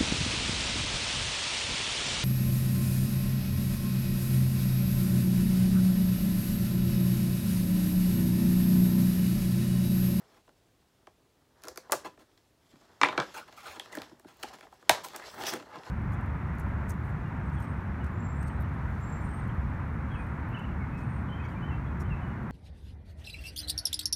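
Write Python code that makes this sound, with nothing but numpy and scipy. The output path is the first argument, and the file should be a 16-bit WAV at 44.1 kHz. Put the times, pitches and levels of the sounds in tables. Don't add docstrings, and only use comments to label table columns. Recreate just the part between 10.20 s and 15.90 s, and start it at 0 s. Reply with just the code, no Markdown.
import sys
import numpy as np
from scipy import signal
from scipy.fft import rfft, irfft, next_fast_len
from scipy.io import wavfile

SR = 44100
rng = np.random.default_rng(int(sys.argv[2]) if len(sys.argv) > 2 else 0)


def unload_wav(signal):
    wavfile.write(
        sys.argv[1],
        SR,
        np.round(np.clip(np.atleast_2d(signal).T, -1, 1) * 32767).astype(np.int16),
    )


def linear_from_db(decibels):
    return 10 ** (np.asarray(decibels, float) / 20)


N = 251370

# [t/s, peak/dB, weight/dB, brightness/dB]
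POPS = [(1.696, -28, -24, -36), (1.709, -41.5, -19.5, -8), (1.713, -34.5, -19.5, -14),
        (1.7204, -11, -26, -6.5), (1.7277, -14, -11.5, -13.5), (1.736, -19.5, -16, -35),
        (1.848, -29.5, -14, -33), (3.731, -36, -35, -15), (3.752, -40.5, -36, 2.5),
        (3.996, -46.5, -4, -5.5), (4.045, -40, 6.5, -26), (4.525, -38.5, -42, -23.5),
        (4.577, -61, -21, -33), (4.625, -38.5, -14, -22), (4.933, -30, -31, -20), (4.961, -30.5, -15, -3),
        (5.236, -26, -36, -11.5), (5.3365, -27, 4.5, -6)]
# [t/s, peak/dB, weight/dB, brightness/dB]
FLAPS = [(0.277, -43.5, -6, -29), (0.291, -44, -23, -22), (0.87, -35, -12, -22.5), (1.975, -41.5, -6, -24),
         (3.325, -39, -38, -16), (3.658, -37.5, -25, -18), (3.7535, -37.5, -42, -16),
         (3.771, -23.5, -0.5, -26), (3.911, -45, 11.5, -39), (4.232, -22, -15, -13.5),
         (4.385, -42, -14, -19), (4.408, -38, -23, -14.5), (4.467, -36, -20, -33.5),
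         (4.95, -33, -7.5, -16.5), (4.996, -31.5, -14, -20), (5.196, -52, -12, -22),
         (5.2207, -43, -13, -24), (5.267, -35, -24, -3), (5.424, -34.5, -13, -22), (5.665, -34, -15, -21)]
# [f/Hz, level/dB per third octave]
CARD_COLOUR = [(130, -16.5), (300, 1.5), (700, -3), (1400, -4.5), (3200, -3), (7000, 1), (15000, 0.5)]
# [f/Hz, level/dB, T60/s]
BOX_MODES = [(342, -25, 0.03), (621, -11.5, 0.031), (758, -21, 0.043), (941, -28.5, 0.12),
             (1536, -25, 0.034)]
# [t/s, peak/dB]
LID = [
    (4.694, -6.5),
    (4.711, -27),
    (4.747, -37),
]
# [f/Hz, level/dB per third octave]
LID_COLOUR = [(130, -23.5), (300, -24), (620, -2.5), (1250, -5.5), (1700, 3.5), (2300, -3.5), (3200, 2.5),
              (7000, -9.5), (15000, -11)]
# [f/Hz, level/dB, T60/s]
LID_MODES = [(1100, -18, 0.032), (572, -25, 0.097), (624, -19, 0.1), (750, -26, 0.073), (841, -26, 0.12),
             (967, -14.5, 0.1), (1630, -16, 0.044), (1880, -14, 0.063), (2660, -31, 0.034),
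             (3590, -13.5, 0.036)]
# [t/s, peak/dB]
CRACKS = [
    (1.7211, -14),
    (3.5968, -26),
    (3.7715, -33),
    (4.6956, -2),
]
# [t/s, peak/dB, weight/dB, brightness/dB]
WINDOW = [(2.115, -56.5, -1.5, -7), (2.176, -46.5, -9, -5.5), (3.5965, -25.5, -26, -11.5),
          (3.785, -38, -25, -6), (3.818, -31.5, -32, -2), (4.088, -42, -32, -8), (4.282, -54, -23, -14),
          (4.672, -49.5, -27, -13), (4.2285, -27.5, -7, -5), (4.6955, -15.5, -22, -8), (4.80, -51, -24, 0),
          (4.885, -44.5, 2, 10.5), (5.558, -39.5, -23, -7), (5.59, -54, -22, -12), (3.142, -44, -20, -16)]
# [t/s, peak/dB, weight/dB, brightness/dB]
CRACKLE = [(5.126, -55, -20, -10), (5.145, -44, -17, -8), (5.255, -52, -20, -11), (5.274, -40, -20, -6),
           (5.281, -35, -20, -8), (5.293, -28, -20, -8), (5.302, -39, -20, -6), (5.324, -33, -6, -9),
           (5.348, -35, -4, -24), (5.357, -43, -15, -15), (5.367, -44, -18, -12), (5.4, -47, -10, -15),
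           (5.634, -37, -13, -13)]
# [t/s, peak/dB]
TICKS = [(4.0856, -47), (4.0924, -45), (4.143, -45), (4.1662, -54), (4.17, -39.5), (4.1847, -57),
         (4.198, -42), (4.2024, -45.5), (4.211, -40), (4.2207, -40.5), (4.2286, -50), (4.2544, -51),
         (4.392, -43), (4.3984, -50), (4.4124, -53), (4.4474, -50), (4.542, -43.5)]
# [t/s, peak/dB, brightness/dB]
PEEL = [(1.42, -47, -9), (1.436, -38, -3.5), (1.443, -33, -16), (1.452, -37, -9), (1.471, -32, -19),
        (1.474, -41.5, -6), (1.483, -27.5, -6.5), (1.514, -36, -28), (1.559, -38, -8), (1.574, -24.5, -9),
        (1.596, -44, -21)]
# [f/Hz, level/dB per third octave]
TAPE_COLOUR = [(130, -14), (400, 5.5), (800, -11.5), (1600, -6.5), (3200, -6), (5500, 6.5), (8000, -8.5),
               (11500, 6.5), (16000, -18)]
# [t/s, peak/dB, weight/dB, brightness/dB]
DROP = [
    (2.527, -61, 18.5, -27),
    (2.557, -57, 8, -14),
    (2.814, -14, -12.5, -23),
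    (2.832, -6.5, -31, -34.5),
    (2.886, -19, -19, -34),
    (2.926, -29.5, -6, -35),
    (2.977, -16.5, -5, -26.5),
    (3.0, -21.5, -14, -16.5),
    (3.021, -29.5, -10, -26),
]
# [f/Hz, level/dB per third octave]
LANDING_COLOUR = [(130, -10.5), (300, -0.5), (700, -12), (1000, -7), (1600, -3), (2300, 2), (2900, -4.5),
                  (3600, 1), (7000, 11), (11000, -15), (15000, -22.5)]
# [f/Hz, level/dB per third octave]
TUMBLE_COLOUR = [(130, -10.5), (300, -2), (700, -1.5), (1500, -5), (2000, -9), (2400, -8), (2800, -7),
                 (3400, 1), (7000, 5.5), (13000, -24)]
# [f/Hz, level/dB, T60/s]
SCISSOR_MODES = [(290, -24.5, 0.16), (802, -24.5, 0.022), (1018, -9, 0.027), (1500, -15.5, 0.052),
                 (2190, -43.5, 0.056), (2320, -16.5, 0.066), (3647, -19.5, 0.053)]
# [f/Hz, level/dB, T60/s]
TUMBLE_MODES = [(290, -13.5, 0.048), (426, -18, 0.09), (545, -12.5, 0.072), (965, -21, 0.075),
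                (1240, -25, 0.078), (1250, -23, 0.1), (1530, -16, 0.12), (1630, -13, 0.065),
                (2320, -10, 0.032), (3220, -22, 0.084)]
# [t/s, peak/dB, f/Hz]
KNOCKS = [(1.7287, -20, 980), (1.7321, -19, 1180), (1.7372, -29, 705), (1.7567, -32, 950),
          (1.848, -37, 1020), (1.8612, -36, 970), (1.8759, -40, 850), (2.8157, -17.5, 1100),
          (2.8341, -6.5, 1520), (2.8364, -11, 960), (2.8455, -31, 8000), (2.86, -35, 6000),
          (2.8414, -18, 1360), (2.8489, -14.5, 2100), (2.8575, -35, 860), (2.864, -35, 1320),
          (2.8715, -32, 600), (2.8973, -27, 890), (2.93, -39, 1000), (2.9794, -17, 1420),
          (2.9825, -25, 325), (2.9906, -19.5, 990), (2.9938, -25, 1410), (3.0174, -27, 1150),
          (3.03, -34, 1490), (3.1068, -48, 1030), (3.1445, -39, 1390), (3.6587, -45.5, 1430),
          (3.7275, -35.5, 7500), (3.7276, -40, 3940), (3.744, -43, 3340), (3.773, -33, 1730),
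          (3.7864, -36, 3550), (4.0485, -48, 890), (1.4727, -37.5, 1190), (1.4365, -43, 5300),
          (1.484, -34, 5300), (1.6982, -30.5, 890), (3.835, -44, 1900), (4.69545, -8.5, 2960),
          (4.6989, -12, 716), (4.7135, -18, 790), (4.7326, -25, 860), (5.2377, -28.5, 3040),
          (5.2675, -28, 3340), (5.2791, -31, 1870), (5.2833, -30, 1900), (5.294, -33, 5500),
          (5.3159, -35, 5080), (5.3376, -26.5, 1910), (5.342, -32.5, 405), (5.558, -35, 1100),
          (5.588, -43, 4500)]
# [mid knock at brightness 0/dB, share of brightness it follows/0-1, contact at mean blow/s]
FLAP_KIND = (10.9, 0.92, 0.0075)
POP_KIND = (-4.5, 0.86, 0.0086)
WINDOW_KIND = (14.3, 0.62, 0.0011)
TAPE_KIND = (-3.5, 0.93, 0.0086)
STEEL_KIND = (3.9, 0.35, 0.0076)
# [t/s, level/dB, weight/dB, brightness/dB, length/s]
SCRAPES = [(0.11, -55, -9, -13.5, 0.12), (1.429, -49, -1.5, -17, 0.081), (1.843, -34.5, -7.5, -15.5, 0.046),
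           (1.988, -51.5, -3.5, -11, 0.059), (2.84, -22, -15.5, -37, 0.052), (2.982, -30, -2.5, -49, 0.041),
           (3.139, -37, -16, -9.5, 0.1), (3.275, -45, -24, -17, 0.023), (3.278, -47, -21, -24, 0.028),
           (3.36, -49.5, -45, -7, 0.12), (3.428, -39, -20, -12, 0.19), (3.557, -37.5, -6, -19, 0.025),
           (3.734, -45, -1, -11, 0.058), (4.067, -49, -24, -14, 0.11), (4.834, -36, -13, -4, 0.052),
           (4.941, -33.5, -15, -27, 0.033), (5.015, -40.5, -19, -20, 0.054), (5.064, -58.5, -29, 4, 0.65),
           (5.171, -37, -7, -44, 0.12), (5.264, -33.5, -13, -1.5, 0.059), (5.317, -30.5, -6.5, -14, 0.077),
           (5.388, -39.5, -4.5, -21, 0.041), (5.507, -39, -19, -75, 0.14), (5.552, -41.5, 1, -24, 0.04),
           (3.72, -37.5, -24, -15, 0.01), (4.331, -39, -12, -14.5, 0.029),
           (4.423, -42.5, -11.5, -23, 0.029), (4.384, -50, -10, -16, 0.021)]
# [t/s, level/dB, f/Hz, glide/octaves, length/s]
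HUMS = [(1.471, -43.5, 590, -0.043, 0.023), (2.843, -25.5, 2206, 0.042, 0.017),
        (3.141, -48, 1447, -0.13, 0.076), (3.16, -46, 900, 0.1, 0.05), (3.167, -50.5, 2584, 0.027, 0.044),
        (3.209, -50.5, 1388, -0.031, 0.045), (5.03, -59.5, 4220, 0.2, 0.087),
        (3.371, -54, 1317, -0.059, 0.075), (3.43, -53.5, 737, -0.011, 0.057),
        (3.451, -46.5, 1415, -0.17, 0.054), (3.561, -52, 1043, -0.16, 0.036),
        (3.727, -44, 1906, 0.0034, 0.011), (3.749, -36.5, 1690, -0.013, 0.0081),
        (3.768, -44, 1850, 0.025, 0.0098), (3.771, -40.5, 319, -0.22, 0.023),
        (3.596, -36, 3360, -0.068, 0.0068), (3.597, -35, 1790, -0.1, 0.0052),
        (4.234, -41, 818, -0.074, 0.03), (1.724, -31, 1005, 0.0057, 0.014),
        (2.981, -36, 1246, 0.041, 0.046), (3.37, -57, 2324, 0, 0.062), (3.443, -54.5, 2320, -0.0046, 0.11),
        (3.449, -56, 3880, -0.054, 0.082), (1.847, -47.5, 947, -0.0083, 0.047),
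        (4.296, -52, 701, -0.16, 0.045), (4.408, -50, 2170, 0.052, 0.0079), (4.444, -52, 716, 0.03, 0.018),
        (4.516, -58, 736, -0.12, 0.035), (4.83, -45, 970, 0.011, 0.042), (5.013, -52, 1880, 0.083, 0.067),
        (5.179, -46, 796, 0.16, 0.088), (5.263, -39, 5640, -0.082, 0.058),
        (5.274, -41.5, 1860, -0.21, 0.024), (5.335, -46, 407, 0.077, 0.016),
        (5.539, -51, 1000, 0.099, 0.021)]
# [t/s, pressure/dB, plastic against card/dB]
GRIP = [
    [(0.0, -58, -11.5), (0.24, -80.5, -0.5), (1.3, -77.5, -15), (1.44, -61, -10), (1.62, -68.5, -21.5),
     (1.7, -61, -8), (1.87, -56.5, -15), (1.98, -77, -7), (2.1, -77, -2)],
    [(2.4, -79, -6.5), (2.51, -69.5, -2), (2.8, -68, -3), (2.92, -43, -16), (3.135, -58, -1.5),
     (3.22, -65.5, -4), (3.42, -61.5, 0), (3.64, -61.5, -4), (3.82, -52.5, -9)],
    [(4.09, -76.5, -6), (4.27, -52.5, -5), (4.47, -71, -3), (4.67, -64, -8), (4.74, -37.5, -19),
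     (4.85, -56, -4.5), (5.16, -52.5, -3.5), (5.261, -45.5, 2), (5.272, -39, 2), (5.4, -58.5, -12.5),
     (5.7, -51.5, -8.5)],
]
# [f/Hz, level/dB per Hz]
BOOM_COLOUR = [(35, -44.5), (60, 4.5), (288, 3.5), (411, 2.5), (458, -12.5), (500, -33), (650, -2.5),
               (1100, -120)]
# [f/Hz, level/dB per Hz]
RUB_COLOUR = [(180, -27), (300, -41.5), (382, 5), (926, 7.5), (1400, 3), (1910, 1.5), (2520, -28),
              (3000, -40), (3900, -28.5), (6600, -120)]
# [f/Hz, level/dB per Hz]
RUSTLE_COLOUR = [(1180, -26), (2000, 6), (2520, 4), (2770, 6.5), (5460, 4.5), (6420, -4.5), (8000, -35.5),
                 (10400, -47), (17600, -120)]
# [f/Hz, level/dB per Hz]
FIZZ_COLOUR = [(4120, -33.5), (7000, -2), (7460, 4), (8350, -11), (11500, -8.5), (15100, -16.5),
               (16300, -17)]
# [t/s, peak/dB, f/Hz]
THUMPS = [
    (1.5, -47, 71.4),
    (1.731, -50.5, 75),
    (3.49, -44, 76.5),
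    (4.273, -48, 70.5),
    (4.7, -36, 74.5),
    (5.34, -56, 80),
    (5.573, -42, 142),
]
# [f/Hz, T60/s]
ROOM_T60 = [(100, 0.82), (400, 0.14), (1500, 0.2), (5000, 0.26), (14000, 0.16)]
# [f/Hz, level/dB]
ROOM_COLOUR = [(100, -21.5), (400, 7), (1500, -2), (5000, 1.5), (14000, 0)]
# [f/Hz, level/dB]
HUSH_COLOUR = [(15, -37.5), (25, -4), (127, -4), (231, -12.5), (258, -7.5), (295, -8.5), (598, -13),
               (723, -13.5), (806, -17.5), (1770, -23.5), (3580, -23.5), (14300, -33), (16400, -33.5)]

MEAN_BLOW_DB, CONTACT_DOUBLES_DB = -41, 55
DULL_SLOPE = 0.32
MEAN_GRIP_DB = -60.5
ROOM_MEAN_S = 0.28
CROSSOVER_HZ = 3000


def rms_one(x):
    return x / np.sqrt(np.mean(x ** 2) + 1e-20)


def at_hz(points, hz):
    table_hz, values = np.array(points)[:, :2].T
    return np.interp(np.log(hz), np.log(table_hz), values)


def band_pass(low, high):
    return signal.butter(2, [low, high], "band", fs=SR, output="sos")


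def high_pass(order, hz):
    return signal.butter(order, hz, "high", fs=SR, output="sos")


def coloured(x, spectrum):
    size = next_fast_len(len(x))
    hz = np.maximum(np.arange(size // 2 + 1) * SR / size, 1)
    inside = (hz > spectrum[0][0] / 2) & (hz < spectrum[-1][0] * 1.02)
    shaped = rfft(x, size) * linear_from_db(at_hz(spectrum, hz)) * inside
    return rms_one(irfft(shaped, size)[:len(x)])


def drift(rate):
    r = np.exp(-80 * np.pi * rate / SR)
    slow = signal.lfilter([1], [1, -2 * r, r * r], rng.standard_normal(N // 40 + 2002))[2000:]
    return np.interp(np.arange(N) / 40, np.arange(len(slow)), rms_one(slow))


def grains(per_s, spread_db, clump_db):
    sizes = linear_from_db(spread_db * np.minimum(rng.exponential(1, N), 4)) * rng.choice([-1, 1], N)
    slips = rng.random(N) < per_s / SR
    return sizes * slips * linear_from_db(clump_db * drift(24))


def panel_bands(rows, colour, shape, shake, tune_db):
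    t = np.arange(shake.shape[-1]) / SR
    edges = 110 * 2 ** np.arange(0, 7.6, 1 / 3)
    s, db, thud_db, knock_db, crack_db, length = np.transpose(rows)[:, :, None]
    bursts = 0
    for k, (low, high) in enumerate(zip(edges, np.minimum(edges[1:], 0.45 * SR))):
        hz = np.sqrt(low * high)
        octaves = np.log2(hz / 300)
        thud, knock, crack = [np.interp(octaves, [0, 1.2, 2.2, 3.4, 4.6], w) for w in np.eye(5)[[0, 3, 4]]]
        crack = crack + DULL_SLOPE * max(np.log2(hz / 7300), 0)
        level_db = db + thud * thud_db + knock * knock_db + crack * crack_db + at_hz(colour, hz) + tune_db
        force = shape(t, hz, length)
        burst = signal.sosfilt(band_pass(low, high), force * shake[k % len(shake)] + 1e-18)
        force_energy = np.sum(force ** 2, axis=1, keepdims=True)
        burst_energy = np.sum(burst ** 2, axis=1, keepdims=True)
        bursts = bursts + linear_from_db(level_db) * np.sqrt(force_energy / burst_energy) * burst
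    out = np.zeros(N + len(t))
    for at, burst in zip((s[:, 0] * SR).astype(int), bursts):
        out[at:at + len(t)] += burst
    return out[:N]


def contacts(rows, kind):
    s, db, weight_db, bright_db = np.transpose(rows)
    knock_db, follows, contact_s = kind
    touch = contact_s * 2 ** ((db - MEAN_BLOW_DB) / CONTACT_DOUBLES_DB)
    return np.transpose([s, db, weight_db, knock_db + follows * bright_db, bright_db, touch])


def snaps(rows, colour, cycles, lag_cycles, kick=0):
    def shape(t, hz, contact):
        rise = np.clip(t * hz / lag_cycles, 0, 1)
        return rise * linear_from_db(-60 * t / (cycles / hz + np.clip(contact, 5e-4, 0.05)))
    noise = rng.standard_normal((2, len(rows), 6000))
    shake = noise + kick * (np.arange(6000) == 16)
    return panel_bands(rows, colour, shape, shake, tune_db=-5.0)


def ringing(rows, modes):
    out, rows = 0, np.array(rows)
    own = rng.standard_normal((len(rows), len(modes)))
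    for (hz, db, t60), uneven in zip(modes, own.T):
        clicks = np.full(N, 1e-18)
        start = (rows[:, 0] * SR + SR / hz).astype(int)
        clicks[start] = linear_from_db(rows[:, 1] + db + 2.0 * uneven)
        r, w = linear_from_db(-60 / (t60 * SR)), 2 * np.pi * hz / SR
        out = out + signal.lfilter([0, np.sin(w)], [1, -2 * r * np.cos(w), r * r], clicks)
    return signal.sosfilt(high_pass(4, 220), out)


def box():
    blows = np.concatenate([contacts(FLAPS, FLAP_KIND), contacts(POPS, POP_KIND)])
    return snaps(blows, CARD_COLOUR, cycles=7.8, lag_cycles=2.78) + ringing(FLAPS + POPS, BOX_MODES)


def lid():
    blows = [(s, db, 0, 0, 0, 0.007) for s, db in LID]
    return snaps(blows, LID_COLOUR, cycles=6.9, lag_cycles=1.06) + ringing(LID, LID_MODES)


def cracks():
    out, t = 0, np.arange(N) / SR
    for s, db in CRACKS:
        u = (t - s) * 2 * np.pi * 6500
        out = out + linear_from_db(db) * u * np.exp(0.5 - u ** 2 / 2)
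    return out


def window():
    clicks = snaps(contacts(WINDOW, WINDOW_KIND), CARD_COLOUR, cycles=9.9, lag_cycles=3.56, kick=1.85)
    return clicks + snaps(contacts(CRACKLE, WINDOW_KIND), CARD_COLOUR, cycles=8.1, lag_cycles=2.3, kick=3.0)


def film():
    clicks, t = np.full(N, 1e-18), np.arange(60) / SR
    for s, db in TICKS:
        at = int(s * SR)
        clicks[at:at + 60] += linear_from_db(db - 6 - 60 * t / 0.0025) * rms_one(rng.standard_normal(60))
    return signal.sosfilt(high_pass(2, 8500), clicks)


def tape():
    slips = [(s, db, -20, bright_db) for s, db, bright_db in PEEL]
    return snaps(contacts(slips, TAPE_KIND), TAPE_COLOUR, cycles=5.7, lag_cycles=1.24)


def scissors():
    landing, tumble = DROP[:6], DROP[6:]
    out = snaps(contacts(landing, STEEL_KIND), LANDING_COLOUR, cycles=7.1, lag_cycles=0.97)
    out = out + snaps(contacts(tumble, STEEL_KIND), TUMBLE_COLOUR, cycles=7.7, lag_cycles=0.9)
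    return out + ringing(landing, SCISSOR_MODES) + ringing(tumble, TUMBLE_MODES)


def knocks():
    out, t = np.zeros(N + SR), np.arange(2000) / SR
    rise_cycles = 0.79
    for s, db, hz in KNOCKS:
        u = t * hz / rise_cycles
        at = int((s - rise_cycles / hz) * SR)
        out[at:at + len(t)] += linear_from_db(db) * u * np.exp(1 - u) * np.sin(2 * np.pi * hz * t)
    return signal.sosfilt(high_pass(2, 250), out[:N])


def scrapes():
    def shape(t, hz, length):
        return np.sin(np.pi * np.clip(t / length, 0, 1) ** 0.44) ** 1.43
    s, db, weight_db, bright_db, length = np.transpose(SCRAPES)
    rows = np.transpose([s, db, weight_db, -1.5 + 0.24 * bright_db, bright_db, length])
    slips = grains(per_s=5000, spread_db=4.0, clump_db=1.6)
    slips = slips[np.arange(len(SCRAPES) * 9000) % N].reshape(-1, 9000)
    patches = [slips * linear_from_db(2 * np.resize(drift(18), slips.shape)) for _ in range(4)]
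    return panel_bands(rows, CARD_COLOUR, shape, np.stack(patches), tune_db=-6.0)


def hums():
    out, t = np.zeros(N + SR), np.arange(4000) / SR
    for s, db, hz, glide, length in HUMS:
        u = np.clip(t / length, 0, 1)
        slips = rng.standard_normal((2, 4000))
        width = signal.butter(4, 0.12 * hz, fs=SR, output="sos")
        sway = signal.sosfilt(width, slips[0] + 1j * slips[1])
        cycles = np.cumsum(hz * 2 ** (glide * u)) / SR
        tone = np.real(sway * np.exp(2j * np.pi * cycles))
        at = int(s * SR)
        out[at:at + len(t)] += linear_from_db(db) * np.sin(np.pi * u ** 0.59) * rms_one(tone)
    return out[:N]


def patchy(x, patchy_db, per_s):
    edges, out = 1200 * 2 ** np.arange(0, 4.1, 1 / 3), 0
    for low, high in zip(edges, edges[1:]):
        band = signal.sosfilt(band_pass(low, min(high, 0.45 * SR)), x)
        out = out + linear_from_db(patchy_db * drift(per_s)) * band
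    return out


def handling():
    s, grip_db, plastic_db = np.transpose(np.concatenate(GRIP))
    t = np.arange(N) / SR
    plastic_db = np.interp(t, s, grip_db + plastic_db)
    grip_db = np.interp(t, s, grip_db)
    friction = grains(per_s=6000, spread_db=1.5, clump_db=2.6)
    crinkle = grains(per_s=8300, spread_db=2.5, clump_db=2.5) + 0.14 * friction
    crinkle = patchy(crinkle, patchy_db=0.8, per_s=7.0)
    boom_db = -68.5 + 0.59 * (grip_db - MEAN_GRIP_DB)
    fizz_db = -69.5 + 0.85 * (plastic_db - MEAN_GRIP_DB)
    card = linear_from_db(boom_db) * coloured(friction, BOOM_COLOUR) + linear_from_db(grip_db) * coloured(friction, RUB_COLOUR)
    rustle = linear_from_db(plastic_db) * coloured(crinkle, RUSTLE_COLOUR)
    return card + rustle + linear_from_db(fizz_db) * coloured(crinkle, FIZZ_COLOUR)


def table():
    t, out = np.arange(int(0.2 * SR)) / SR, np.zeros(N + SR)
    for s, db, hz in THUMPS:
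        at = int(s * SR)
        swell = linear_from_db(db - 60 * t / 0.1) * np.minimum(t / 0.018, 1)
        out[at:at + len(t)] += swell * np.sin(2 * np.pi * hz * t)
    return out[:N]


def mirrors(x, gap=0.00036):
    t, tail = np.arange(int(0.5 * SR)) / SR, 0
    edges = 80 * 2 ** np.arange(0, 7.1)
    for low, high in zip(edges, edges[1:]):
        band = signal.sosfilt(band_pass(low, high), rng.standard_normal(len(t)))
        hz = np.sqrt(low * high)
        tail = tail + band * linear_from_db(at_hz(ROOM_COLOUR, hz) - 60 * t / at_hz(ROOM_T60, hz))
    tail = signal.lfilter(*signal.butter(1, CROSSOVER_HZ, fs=SR), tail * np.clip(t / gap, 0, 1) ** 2)
    return signal.fftconvolve(x, tail * np.sqrt(6 * np.log(10) / (ROOM_MEAN_S * SR)))[:N]


def scatter(x, gap=0.00043):
    out, white = 0, rng.standard_normal((2, N))
    edges = 1280 * 2 ** np.arange(0, 3.8, 1 / 3)
    x = signal.lfilter(*signal.butter(1, CROSSOVER_HZ, "high", fs=SR), x)
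    build = np.exp(-1 / (SR * gap))
    for k, (low, high) in enumerate(zip(edges, edges[1:])):
        sos, hz = band_pass(low, high), np.sqrt(low * high)
        fade = linear_from_db(-120 / (at_hz(ROOM_T60, hz) * SR))
        build_and_fade = np.convolve([1, -fade], [1, -build])
        energy = signal.lfilter([1 - build], build_and_fade, signal.sosfilt(sos, x) ** 2)
        level = np.sqrt(np.abs(energy) * 6 * np.log(10) / (ROOM_MEAN_S * SR))
        out = out + linear_from_db(at_hz(ROOM_COLOUR, hz)) * level * rms_one(signal.sosfilt(sos, white[k % 2]))
    return out


def room(x):
    return mirrors(x) + scatter(x)


def hush():
    air = linear_from_db(-68.5) * coloured(rng.standard_normal(N), HUSH_COLOUR)
    return signal.sosfilt(high_pass(6, 38), air)


def scene():
    pack = box() + lid() + cracks() + window() + film() + tape()
    hits = pack + scissors() + knocks() + scrapes() + hums()
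    hands = handling()
    tail = linear_from_db(-7.5) * room(hits + 0.44 * hands)
    return (hits + hands + table() + tail + hush())[None]


def top_cut(x):
    return signal.sosfilt(signal.butter(12, 16530, fs=SR, output="sos"), x)


def record(dry):
    top_loss = signal.cheby2(14, 30, 16000, fs=SR, output="sos")
    mix = np.clip(signal.sosfilt(top_loss, dry), -1, 1)
    return top_cut(mix)


dry = scene()
out = record(dry)
unload_wav(out)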